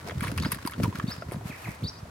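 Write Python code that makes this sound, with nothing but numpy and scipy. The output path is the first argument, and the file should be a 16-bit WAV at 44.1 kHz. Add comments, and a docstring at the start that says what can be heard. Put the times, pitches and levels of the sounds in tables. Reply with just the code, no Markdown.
"""A shaggy dog bites a raw carrot close by, over a soft outdoor hush, a low rub and a fine rustle that last throughout.
Jaw thuds are brief low tones; pulp squelches in small pops; tooth knocks and lip smacks ring briefly.
The carrot splits in runs of tiny fractures that ring in the mouth and in the breaking flesh.
Farther off, birds chirp and whistle as gliding tones with diffuse tails.
Grass ticks and fur swishes are shaped noise and random clicks."""
import sys
import numpy as np
from scipy import signal
from scipy.fft import rfft, irfft
from scipy.io import wavfile
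from scipy.ndimage import uniform_filter1d

SR = 44100
rng = np.random.default_rng(int(sys.argv[2]) if len(sys.argv) > 2 else 0)


def wav_record(signal):
    """Record a signal, one row per channel, as 16-bit PCM in the file named by sys.argv[1]."""
    frames = np.transpose(np.atleast_2d(signal))
    bounded = np.clip(frames, -1, 1)
    # unit amplitude maps onto the largest positive 16-bit level
    quanta = np.round(bounded * 32767).astype(np.int16)
    wavfile.write(sys.argv[1], SR, quanta)


N = 92610  # samples in the scene
SPAN_S = 0.008  # short sounds take their level as the rms (average strength) over this span


def from_db(db):
    """Turn decibels into a gain."""
    return 10 ** (np.asarray(db) / 20)


def span_gain(db):
    """Gain that brings a sound of energy 1 to this rms level over the short span."""
    return from_db(db) * np.sqrt(SPAN_S * SR)


def rms_one(x):
    """Scale to rms 1."""
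    return x / np.sqrt(np.mean(x ** 2) + 1e-20)


def unit_energy(x):
    """Scale each channel to energy 1."""
    return x / np.sqrt(np.sum(x ** 2, axis=-1, keepdims=True) + 1e-20)


def curve(rows, t):
    """Join table rows by straight lines in time."""
    s, *columns = np.transpose(rows)
    return [np.interp(t, s, column) for column in columns]


def at_hz(points, hz):
    """Read a spectrum table along a logarithmic pitch axis."""
    f, value = np.transpose(points)
    return np.interp(np.log(hz + 1), np.log(f), value)


def add(out, s, sound):
    """Mix a sound in, starting at a given second."""
    i = int(np.clip(s * SR, 0, N - 1))
    out[..., i:i + sound.shape[-1]] += sound[..., :N - i]


def resonate(x, modes):
    """Ring side-by-side resonances (f/Hz, width/Hz, level/dB), flipping the sign of every second one."""
    out = 0
    for k, (hz, width, db) in enumerate(modes):
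        r = np.exp(-np.pi * width / SR)  # a wider resonance dies sooner
        gain = (-1) ** k * from_db(db) * (1 - r * r) / 2
        feedback = [1, -2 * r * np.cos(2 * np.pi * hz / SR), r * r]
        out = out + gain * signal.lfilter([1, 0, -1], feedback, x)
    return out


def band(x, low_hz, high_hz):
    """Keep the sound between two pitches."""
    return signal.sosfilt(signal.butter(2, [low_hz, high_hz], "band", fs=SR, output="sos"), x)


def smooth_noise(shape, seconds):
    """Slowly wandering noise of rms 1: a running average over the given time."""
    return rms_one(uniform_filter1d(rng.standard_normal(shape), int(seconds * SR)))


# how alike left and right are at each pitch: (f/Hz, likeness from 0 to 1)
LIKENESS = [(60, 1), (150, 0.99), (300, 0.93), (700, 0.05), (2000, 0.12), (5000, 0.23), (14000, 0.05)]


def coloured(pair, colour):
    """Two unrelated signals become stereo with a given spectrum, at rms 1."""
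    hz = np.arange(N // 2 + 1) * SR / N
    mid, side = rfft(pair) * from_db(at_hz(colour, hz))
    alike = np.clip(at_hz(LIKENESS, hz), -1, 1)
    shared = np.sqrt(1 + alike) * mid
    opposed = np.sqrt(1 - alike) * side * [[1], [-1]]
    return rms_one(irfft(shared + opposed, N))


def scatter(x, t60):
    """Diffuse reflections, different in each ear, that fall by 60 dB in t60 seconds."""
    t = np.arange(int(t60 * SR)) / SR
    tail = unit_energy(rng.standard_normal((2, len(t))) * from_db(-60 * t / t60))
    return signal.fftconvolve(x, tail, axes=-1)[:, :N]


PORT_LAG_S, PORT_CORNER_HZ = 0.000092, 3170  # the lag shrinks at higher pitches, halved at the corner
# colour of the right microphone port: (f/Hz, level/dB)
RIGHT_PORT = [(300, -0.5), (5000, -1), (9500, 2.5), (13000, -3.5)]


def ports(x):
    """The sound reaches the right microphone port a little later and slightly coloured."""
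    hz = np.arange(N // 2 + 1) * SR / N
    lag = np.exp(-2j * np.pi * PORT_LAG_S * hz / (1 + hz / PORT_CORNER_HZ))
    right = rfft(x[1]) * from_db(at_hz(RIGHT_PORT, hz)) * lag
    return np.array([x[0], irfft(right, N)])


HUSH_DB = -47.5  # overall rms
# relative colour of the outdoor hush: (f/Hz, level/dB per Hz)
HUSH = [(18, -56), (30, -52), (69, 8), (108, -6.5), (177, -4.5), (369, -20), (639, -8.5), (767, -12),
        (970, -8.5), (2990, -25), (5040, -27), (12300, -33.5), (15500, -57)]


def hush():
    """Steady noise with the soft colour of outdoors."""
    return from_db(HUSH_DB) * coloured(rng.standard_normal((2, N)), HUSH)


RUSTLE_DB = 2  # added to every rustle level
GRAINS_PER_S, GRAIN_SPREAD_DB = 2600, -0.5
CLUMP_DB, CLUMP_S = 3.5, 0.0072
# fine crumbling of pulp and crackle of grass: (t/s, level/dB)
RUSTLE = [(0, -43), (.04, -55.5), (.08, -44), (.17, -51.5), (.22, -44), (.28, -38.5), (.34, -52),
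          (.45, -45.5), (.49, -51), (.53, -41.5), (.62, -52.5), (.68, -47), (.77, -56), (.84, -42),
          (.91, -57), (.98, -45.5), (1.05, -57), (1.12, -46), (1.27, -61), (1.33, -48.5), (1.42, -65),
          (1.5, -52), (1.6, -54), (1.7, -56), (1.78, -55), (2.1, -62.5)]
# its relative colour: (f/Hz, level/dB)
RUSTLE_COLOUR = [(300, -5), (600, 3), (800, -6.5), (1150, 4), (2100, 0.5), (3200, -6.5), (4600, -6),
                 (7000, -13), (10500, -15.5), (15500, -17)]


def rustle():
    """Dense tiny clicks of uneven size, coming in clumps."""
    db, = curve(RUSTLE, np.arange(N) / SR)
    clump_db = CLUMP_DB * np.clip(smooth_noise(N, CLUMP_S), -2, 2)
    size_db = GRAIN_SPREAD_DB * np.minimum(rng.exponential(1, N), 2)
    grains = (rng.random(N) < GRAINS_PER_S / SR) * from_db(size_db + clump_db)
    clicks = grains * rng.uniform(-1.15, 1, (2, N))
    return from_db(db + RUSTLE_DB) * coloured(clicks, RUSTLE_COLOUR)


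RUB_DB = 1.5  # added to every rub level
# dull rubbing of the muzzle over the ground: (t/s, level/dB)
RUB = [(0.0, -53), (0.05, -43), (0.47, -36.5), (0.5, -45), (0.73, -52), (0.84, -28.5), (0.93, -43),
       (1.09, -40.5), (1.13, -52), (1.37, -41.5), (1.63, -58), (1.69, -38.5), (1.77, -65.5), (1.84, -33.5),
       (1.89, -50.5), (2.1, -48)]
# its relative colour: (f/Hz, level/dB)
RUB_COLOUR = [(30, -36), (50, -44), (75, -2.5), (110, 6.5), (170, -8), (300, -7.5), (500, -14),
              (900, -42.5)]


def rubbing():
    """Low rumble, noise that swells and sinks as the muzzle moves about."""
    db, = curve(RUB, np.arange(N) / SR)
    return from_db(db + RUB_DB) * coloured(rng.standard_normal((2, N)), RUB_COLOUR)


THUD_DB, THUD_CYCLES = 1, 0.56  # added to every thud level; half length in cycles
# dull thuds of jaw and muzzle: (t/s, level/dB, f/Hz)
THUDS = [(0.056, -31, 133), (0.16, -26, 150), (0.176, -21.5, 115), (0.199, -29, 97), (0.225, -22.5, 187),
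         (0.254, -26.5, 120), (0.286, -25.5, 124), (0.304, -29, 116), (0.323, -26, 200), (0.339, -32, 129),
         (0.371, -23, 108), (0.394, -25, 115), (0.408, -20, 160), (0.433, -27, 142), (0.454, -19.5, 132),
         (0.465, -21, 218), (0.489, -27, 145), (0.534, -28.5, 154), (0.565, -32, 191), (0.654, -22.5, 240),
         (0.781, -28.5, 188), (0.793, -20, 171), (0.806, -20, 187), (0.823, -22.5, 208), (0.838, -16, 151),
         (0.855, -25, 134), (0.882, -22, 225), (0.892, -23, 145), (0.953, -28.5, 170), (0.989, -28.5, 167),
         (1.043, -18, 171), (1.086, -21.5, 164), (1.185, -30.5, 134), (1.266, -32, 100), (1.29, -28.5, 140),
         (1.348, -27, 145), (1.368, -24.5, 161.4), (1.458, -24.5, 142), (1.501, -31, 198),
         (1.689, -24, 139.5), (1.831, -23.5, 132), (1.839, -24, 139), (1.85, -23.5, 124),
         (2.032, -29.5, 116)]


def thuds():
    """Each soft contact swells and dies within about two cycles."""
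    out, t = np.zeros(N), np.arange(-1024, 1024) / SR
    for s, db, hz in THUDS:
        swell = np.exp(-(t * hz / THUD_CYCLES) ** 2)
        add(out, s + t[0], from_db(db + THUD_DB) * swell * np.sin(2 * np.pi * hz * t))
    return out


SQUELCH_POPS_PER_S, SQUELCH_WIDTH = 1100, 0.31  # width as a share of the pitch
# soft pulp is mashed between the teeth: (middle t/s, level/dB, half length/s, cavity f/Hz)
SQUELCHES = [(0.083, -43.5, 0.027, 426), (0.304, -46.5, 0.018, 536), (0.46, -41.5, 0.0083, 655),
             (1.118, -41.5, 0.0094, 1510), (1.333, -56, 0.011, 660), (1.678, -43, 0.0092, 900)]


def squelches():
    """Swells of small wet pops that ring in the cheek's cavity."""
    out, t = np.zeros(N), np.arange(N) / SR
    for s, db, half, hz in SQUELCHES:
        pops = (rng.random(N) < SQUELCH_POPS_PER_S / SR) * rng.uniform(-1.3, 1, N)
        cavity = band(resonate(pops, [(hz, SQUELCH_WIDTH * hz, 0)]), hz / 2, hz * 2)
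        out += from_db(db) * np.exp(-((t - s) / half) ** 2) * rms_one(cavity)
    return out


KNOCK_DB, KNOCK_WIDTH = 1, 0.72  # added to every knock level; width as a share of the pitch
# teeth knock through the pulp, each a single hard pulse: (t/s, level/dB, f/Hz)
KNOCKS = [(0.0636, -48.5, 905), (0.074, -41.5, 650), (0.078, -46.5, 610), (0.1113, -44.5, 790),
          (0.2403, -37.5, 1020), (0.2965, -42, 450), (0.3172, -45, 475), (0.4595, -36.5, 740),
          (1.315, -54, 726), (1.3199, -35.5, 400), (1.3257, -45, 610), (1.344, -43, 600),
          (1.3596, -45, 436), (1.515, -48.5, 380)]


def knocks():
    """A tooth breaks through and stops: one sharp front, damped within a cycle or two."""
    out, click = np.zeros(N), signal.unit_impulse(1024)
    for s, db, hz in KNOCKS:
        pulse = resonate(click, [(hz, KNOCK_WIDTH * hz, 0)])
        add(out, s, span_gain(db + KNOCK_DB) * unit_energy(band(pulse, 180, 1670)))
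    return out


FRACTURES_PER_S, FRACTURE_SIZE, FRACTURE_SPREAD_DB = 1800, 0.5, 4.5
BUILD_SHARE, BUILD_DB = 1.4, -11  # build-up time as a multiple of the crack's length, and its level
MOUTH_LEAK_DB, FLESH_SPREAD = -14, 0.11  # click that bypasses the mouth's ring; pitch spread between pieces
SNAP_DB, SIZZLE_DB = -6.5, 0.5  # added to every snap and sizzle level
# the carrot cracks: (t/s, mouth ring level/dB, snap level/dB, sizzle level/dB, mouth f/Hz,
# length/s, treble tilt to the left/dB)
CRACKS = [(0.075, -59, -40, -55, 1350, 0.00089, -1), (0.086, -42, -40.5, -51.5, 800, 0.0024, -4),
          (0.109, -37, -48, -67, 1710, 0.0032, -3), (0.2076, -34, -62, -44, 1860, 0.0016, 1),
          (0.231, -33.5, -46, -43.5, 1170, 0.0068, 3), (0.2388, -37, -50, -49, 1600, 0.00036, 8),
          (0.248, -36.5, -38, -47, 1100, 0.022, -1), (0.271, -35.5, -55, -50, 1720, 0.0064, 9),
          (0.2818, -36.5, -45, -48, 2270, 0.00088, -2), (0.3166, -40.5, -41.5, -47.5, 1530, 0.00063, -2),
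          (0.3775, -34, -35, -40, 1140, 0.0032, 7), (0.383, -32, -43.5, -57, 1210, 0.0014, -17),
          (0.3997, -46, -34, -51, 1300, 0.0013, 1), (0.4244, -44, -37, -49, 1210, 0.0015, 5),
          (0.431, -37.5, -41, -55, 1140, 0.006, -2), (0.4484, -32, -45, -56, 1820, 0.0025, -4),
          (0.4567, -35.5, -46, -57, 1450, 0.0019, 6), (0.519, -31.5, -34.5, -27.5, 1180, 0.0028, 4),
          (0.523, -34.5, -35, -58, 1240, 0.0073, -8), (0.546, -42.5, -45, -44.5, 1680, 0.0033, 8),
          (0.6506, -42, -47, -60, 1500, 0.0006, -8), (0.662, -36.5, -44, -43, 1130, 0.0097, 7),
          (0.674, -32, -29, -36.5, 985, 0.0026, 2.5), (0.711, -76, -57, -50.5, 1260, 0.0007, 13),
          (0.721, -41, -49, -57, 1140, 0.0048, -6), (0.736, -39, -49, -60, 1490, 0.0052, 5),
          (0.8336, -35, -33, -46.5, 1300, 0.0012, 6), (0.8379, -38, -45, -42.5, 1120, 0.0036, 12),
          (0.8443, -30.5, -48.5, -60, 1130, 0.0004, -8), (0.8493, -40, -50, -65, 1130, 0.00092, -2),
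          (0.955, -37, -42.5, -51.5, 1460, 0.0045, 4), (1.313, -48, -54, -61, 2300, 0.00031, -2),
          (1.32, -57, -48, -44.5, 1000, 0.016, 2)]
# mouth resonances: (multiple of the mouth pitch, width as a share of that pitch, level/dB)
MOUTH = [(0.602, 0.58, -7), (1, 0.22, 7), (1.42, 0.17, -2.5), (2.0, 0.81, -4.5)]
# resonances of the breaking flesh, lower and upper, before the spread: (f/Hz, width/Hz, level/dB)
SNAP = [(4130, 1270, -4.5), (5000, 470, 3.5), (6430, 4800, -8)]
SIZZLE = [(9270, 2800, 6.5), (11020, 1530, 9.5), (13700, 1900, -3)]


def cracks():
    """Fractures build up to a break and die away, heard directly and through the mouth."""
    out, t = np.zeros((2, N)), np.arange(-400, 1648) / SR  # the break is at t = 0
    for s, mouth_db, snap_db, sizzle_db, hz, length, left_db in CRACKS:
        build = from_db(BUILD_DB) * np.exp(-np.abs(t) / (BUILD_SHARE * length))
        strain = np.where(t < 0, build, np.exp(-np.abs(t) / length))
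        sign, size = rng.standard_normal((2, len(t)))
        fractures = (rng.random(len(t)) < FRACTURES_PER_S / SR) * np.sign(sign)
        fractures = fractures * from_db(FRACTURE_SPREAD_DB * size) * FRACTURE_SIZE * strain
        run = fractures - (t == 0)  # the break itself is one sure pulse

        ring = resonate(run, [(hz * k, hz * width, db) for k, width, db in MOUTH])
        mouth = band(ring - from_db(MOUTH_LEAK_DB) * run, 790, 2560)
        piece = np.exp(FLESH_SPREAD * rng.uniform(-1, 1))
        snap = band(resonate(run, [(f * piece, width, db) for f, width, db in SNAP]), 1600, 8200)
        sizzle = band(resonate(run, [(f * piece, width, db) for f, width, db in SIZZLE]), 7200, 19000)

        treble = span_gain(snap_db + SNAP_DB) * unit_energy(snap)
        treble = treble + span_gain(sizzle_db + SIZZLE_DB) * unit_energy(sizzle)
        tilt = from_db([[left_db / 2], [-left_db / 2]])
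        add(out, s + t[0], span_gain(mouth_db) * unit_energy(mouth) + treble * tilt)
    return out


SMACK_DB, SMACK_OPEN_S = 6.5, 0.0017  # added to every smack level; time constant of opening
SMACK_CLICK_DB, SMACK_RISE_PER_S = -13, 0.9  # broad click as the seal parts; share the pitch rises
# wet smacks of lips and tongue: (t/s, level/dB, starting f/Hz, time to fall 60 dB/s,
# upper starting f/Hz, upper level/dB relative to the lower)
SMACKS = [(0.097, -45.5, 1500, 0.0031, 1910, 12), (0.119, -46.5, 633, 0.012, 1330, -22),
          (0.586, -48, 1170, 0.012, 1640, 0), (0.697, -52, 1160, 0.012, 1690, 20),
          (0.8, -38, 500, 0.0081, 1090, -14), (0.8553, -39.5, 967, 0.031, 1500, -15),
          (0.926, -46.5, 1010, 0.018, 1500, -14), (0.998, -36, 1210, 0.015, 1680, -2.5),
          (1.222, -41, 626, 0.013, 1370, 0.5), (1.411, -48, 770, 0.02, 1260, -14),
          (1.672, -48.5, 760, 0.013, 1200, -2), (2.054, -54, 620, 0.017, 1180, -14)]


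def smacks():
    """A wet seal clicks open and the small cavity behind it rings, rising as it widens."""
    out, t = np.zeros(N), np.arange(2048) / SR
    for s, db, hz, t60, upper_hz, upper_db in SMACKS:
        turn = 2 * np.pi * (t + SMACK_RISE_PER_S * t ** 2 / 2)
        upper = from_db(upper_db - 15 * t / t60) * np.sin(upper_hz * turn)  # fades a little sooner
        ring = np.sin(hz * turn) + upper
        ring = ring * (1 - np.exp(-t / SMACK_OPEN_S)) * from_db(-60 * t / t60)
        click = band(rng.standard_normal(len(t)) * np.exp(-t / SMACK_OPEN_S), hz / 2, upper_hz * 2)
        smack = unit_energy(ring) + from_db(SMACK_CLICK_DB) * unit_energy(click)
        add(out, s, span_gain(db + SMACK_DB) * unit_energy(smack))
    return out


WAVER_SHARE, WAVER_DB, WAVER_S = 0.011, 2, 0.002  # pitch waver, level waver, smoothing time


def voice(rows):
    """A slightly wavering tone gliding through rows of (t/s, f/Hz, level/dB)."""
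    hz, db = curve(rows, np.arange(int(rows[-1][0] * SR)) / SR)
    bend, flutter = smooth_noise((2, SR), WAVER_S)[:, :len(hz)]
    phase = 2 * np.pi * np.cumsum(hz * (1 + WAVER_SHARE * bend)) / SR
    return np.sqrt(2) * from_db(db + WAVER_DB * flutter) * np.sin(phase)


SIDEBAND_DB, OVERTONE_DB = -20, -31.5
# each voice within a chirp: (t/s, f/Hz, level/dB)
LOWER_VOICE = [(.008, 3550, -22), (.016, 3650, -10), (.032, 3800, -4), (.042, 4600, -2), (.049, 4930, 4),
               (.055, 4950, 4), (.062, 4830, -4), (.069, 4400, -16)]
UPPER_VOICE = [(0, 2500, -19), (.011, 4450, -3), (.019, 4580, -3), (.028, 4350, -12), (.036, 4300, -40),
               (.047, 5500, -28)]
# the upper voice's closing fall: (t/s, multiple of the last pitch, level/dB)
UPPER_END = [(0.051, 1.031, -8), (0.066, 0.992, -2.5), (0.067, 0.95, -6)]


def chirp(last_hz):
    """Two voices at once; their products add sidebands and overtones."""
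    lower, upper = np.zeros((2, N))
    ending = [(at, k * last_hz, level) for at, k, level in UPPER_END]
    add(lower, 0, voice(LOWER_VOICE))
    add(upper, 0, voice(list(UPPER_VOICE) + ending))
    sidebands = from_db(SIDEBAND_DB) * lower * upper ** 2
    overtones = from_db(OVERTONE_DB) * (lower + upper) ** 2
    return lower + upper + band(sidebands + overtones, 4000, 14000)


GARDEN_T60_S = 0.37  # the garden's tail falls 60 dB in this time
CHIRP_S, BIRD_ECHO_S, BIRD_ECHO_DB, BIRD_WET_DB = 0.07, 0.097, -17, -8
# a bird's two-voiced chirps: (t/s, level/dB, last f/Hz of the upper voice before the
# closing multiples, level change over CHIRP_S/dB)
CHIRPS = [(0.41, -38, 5100, -7.5), (1.067, -40, 5350, 0), (1.831, -38.5, 5630, 1)]


def chirps():
    """Chirps, each followed by an echo and the garden's diffuse tail."""
    direct, swell = np.zeros(N), np.minimum(np.arange(N) / SR / CHIRP_S, 1)
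    for s, db, last_hz, swell_db in CHIRPS:
        add(direct, s, from_db(db + swell_db * swell) * chirp(last_hz))
    song = direct.copy()
    add(song, BIRD_ECHO_S, from_db(BIRD_ECHO_DB) * direct)
    near = ports(np.array([song, song]))
    return near + from_db(BIRD_WET_DB) * scatter(near, GARDEN_T60_S)


TICK_S, TICK_LOW_HZ, TICK_HIGH_HZ = 0.0016, 3200, 13800
# dry grass blades tick under the muzzle: (t/s, level/dB)
TICKS = [(0.697, -53), (0.986, -48), (1.482, -61), (1.694, -54), (1.7075, -54), (1.717, -52), (1.748, -54)]


def ticks():
    """Short bright bursts as stiff blades spring back."""
    out, t = np.zeros(N), np.arange(1024) / SR
    for s, db in TICKS:
        burst = band(rng.standard_normal(len(t)) * np.exp(-t / TICK_S), TICK_LOW_HZ, TICK_HIGH_HZ)
        add(out, s, span_gain(db) * unit_energy(burst))
    return out


SWISH_GRAINS_PER_S = 5700
# fur brushes through the grass: (middle t/s, level/dB, half length/s)
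SWISHES = [(1.107, -41.5, 0.013), (1.481, -41.5, 0.03), (1.648, -45.5, 0.11)]
# their relative colour: (f/Hz, level/dB)
SWISH_COLOUR = [(250, -3), (700, 0), (1200, -1), (2200, -4), (3300, -10), (4600, -12), (7000, -16),
                (10000, -16), (12500, -11), (15500, -21)]


def swishes():
    """Swells of long hair sliding over grass, blade after blade."""
    t = np.arange(N) / SR
    swell = sum(from_db(db) * np.exp(-((t - s) / half) ** 2) for s, db, half in SWISHES)
    blades = (rng.random(N) < SWISH_GRAINS_PER_S / SR) * rng.standard_normal((2, N))
    return swell * coloured(blades, SWISH_COLOUR)


WHISTLE_TOP_HZ, WHISTLE_END_HZ = 2646, 1500
WHISTLE_ECHO_S, WHISTLE_WET_DB, WHISTLE_FLUTTER_DB = 0.016, 1.5, 2
# another bird's falling whistles: (t/s, level/dB, length/s)
WHISTLES = [(1.5, -41, 0.033), (1.642, -39, .027)]


def whistles():
    """Falling tones of flickering level, with a slightly delayed diffuse tail."""
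    far, late = np.zeros((2, 2, N))
    for s, db, length in WHISTLES:
        u = np.linspace(0, 1, int(length * SR))  # progress through the whistle
        hz = WHISTLE_TOP_HZ + (WHISTLE_END_HZ - WHISTLE_TOP_HZ) * u ** 1.594
        flutter = smooth_noise(SR, WAVER_S)[:len(u)]
        level = from_db(db + WHISTLE_FLUTTER_DB * flutter) * np.abs(np.sin(np.pi * u)) ** 0.5
        add(far, s, level * np.sin(2 * np.pi * np.cumsum(hz) / SR))
    add(late, WHISTLE_ECHO_S, band(far, 1700, 2920))
    return far + from_db(WHISTLE_WET_DB) * scatter(late, GARDEN_T60_S)


NEAR_WET_DB, NEAR_T60_S, FAR_WET_DB = -4, 0.045, -29  # reflections from the ground, then the garden


def scene():
    """The chewing, scattered by the ground and the garden, among birds and hush."""
    bites = ports(cracks() + knocks() + smacks() + squelches())
    near = from_db(NEAR_WET_DB) * scatter(bites, NEAR_T60_S)
    far = from_db(FAR_WET_DB) * scatter(bites, GARDEN_T60_S)
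    jaw = thuds() * np.ones((2, 1))
    jaw = jaw * from_db([[-.5], [.5]]) + scatter(band(jaw, 288.5, 590), 0.03)  # a touch to the right
    grass = ports(rustle() + swishes() + ticks())
    return hush() + rubbing() + grass + jaw + bites + near + far + chirps() + whistles()


def record(dry):
    """The microphone loses the deep bass; the top is cut."""
    thin = signal.sosfilt(signal.butter(4, 45, "high", fs=SR, output="sos"), dry)
    return signal.sosfilt(signal.ellip(10, .1, 90, 15900, fs=SR, output="sos"), thin)


dry = scene()
out = record(dry)
wav_record(out)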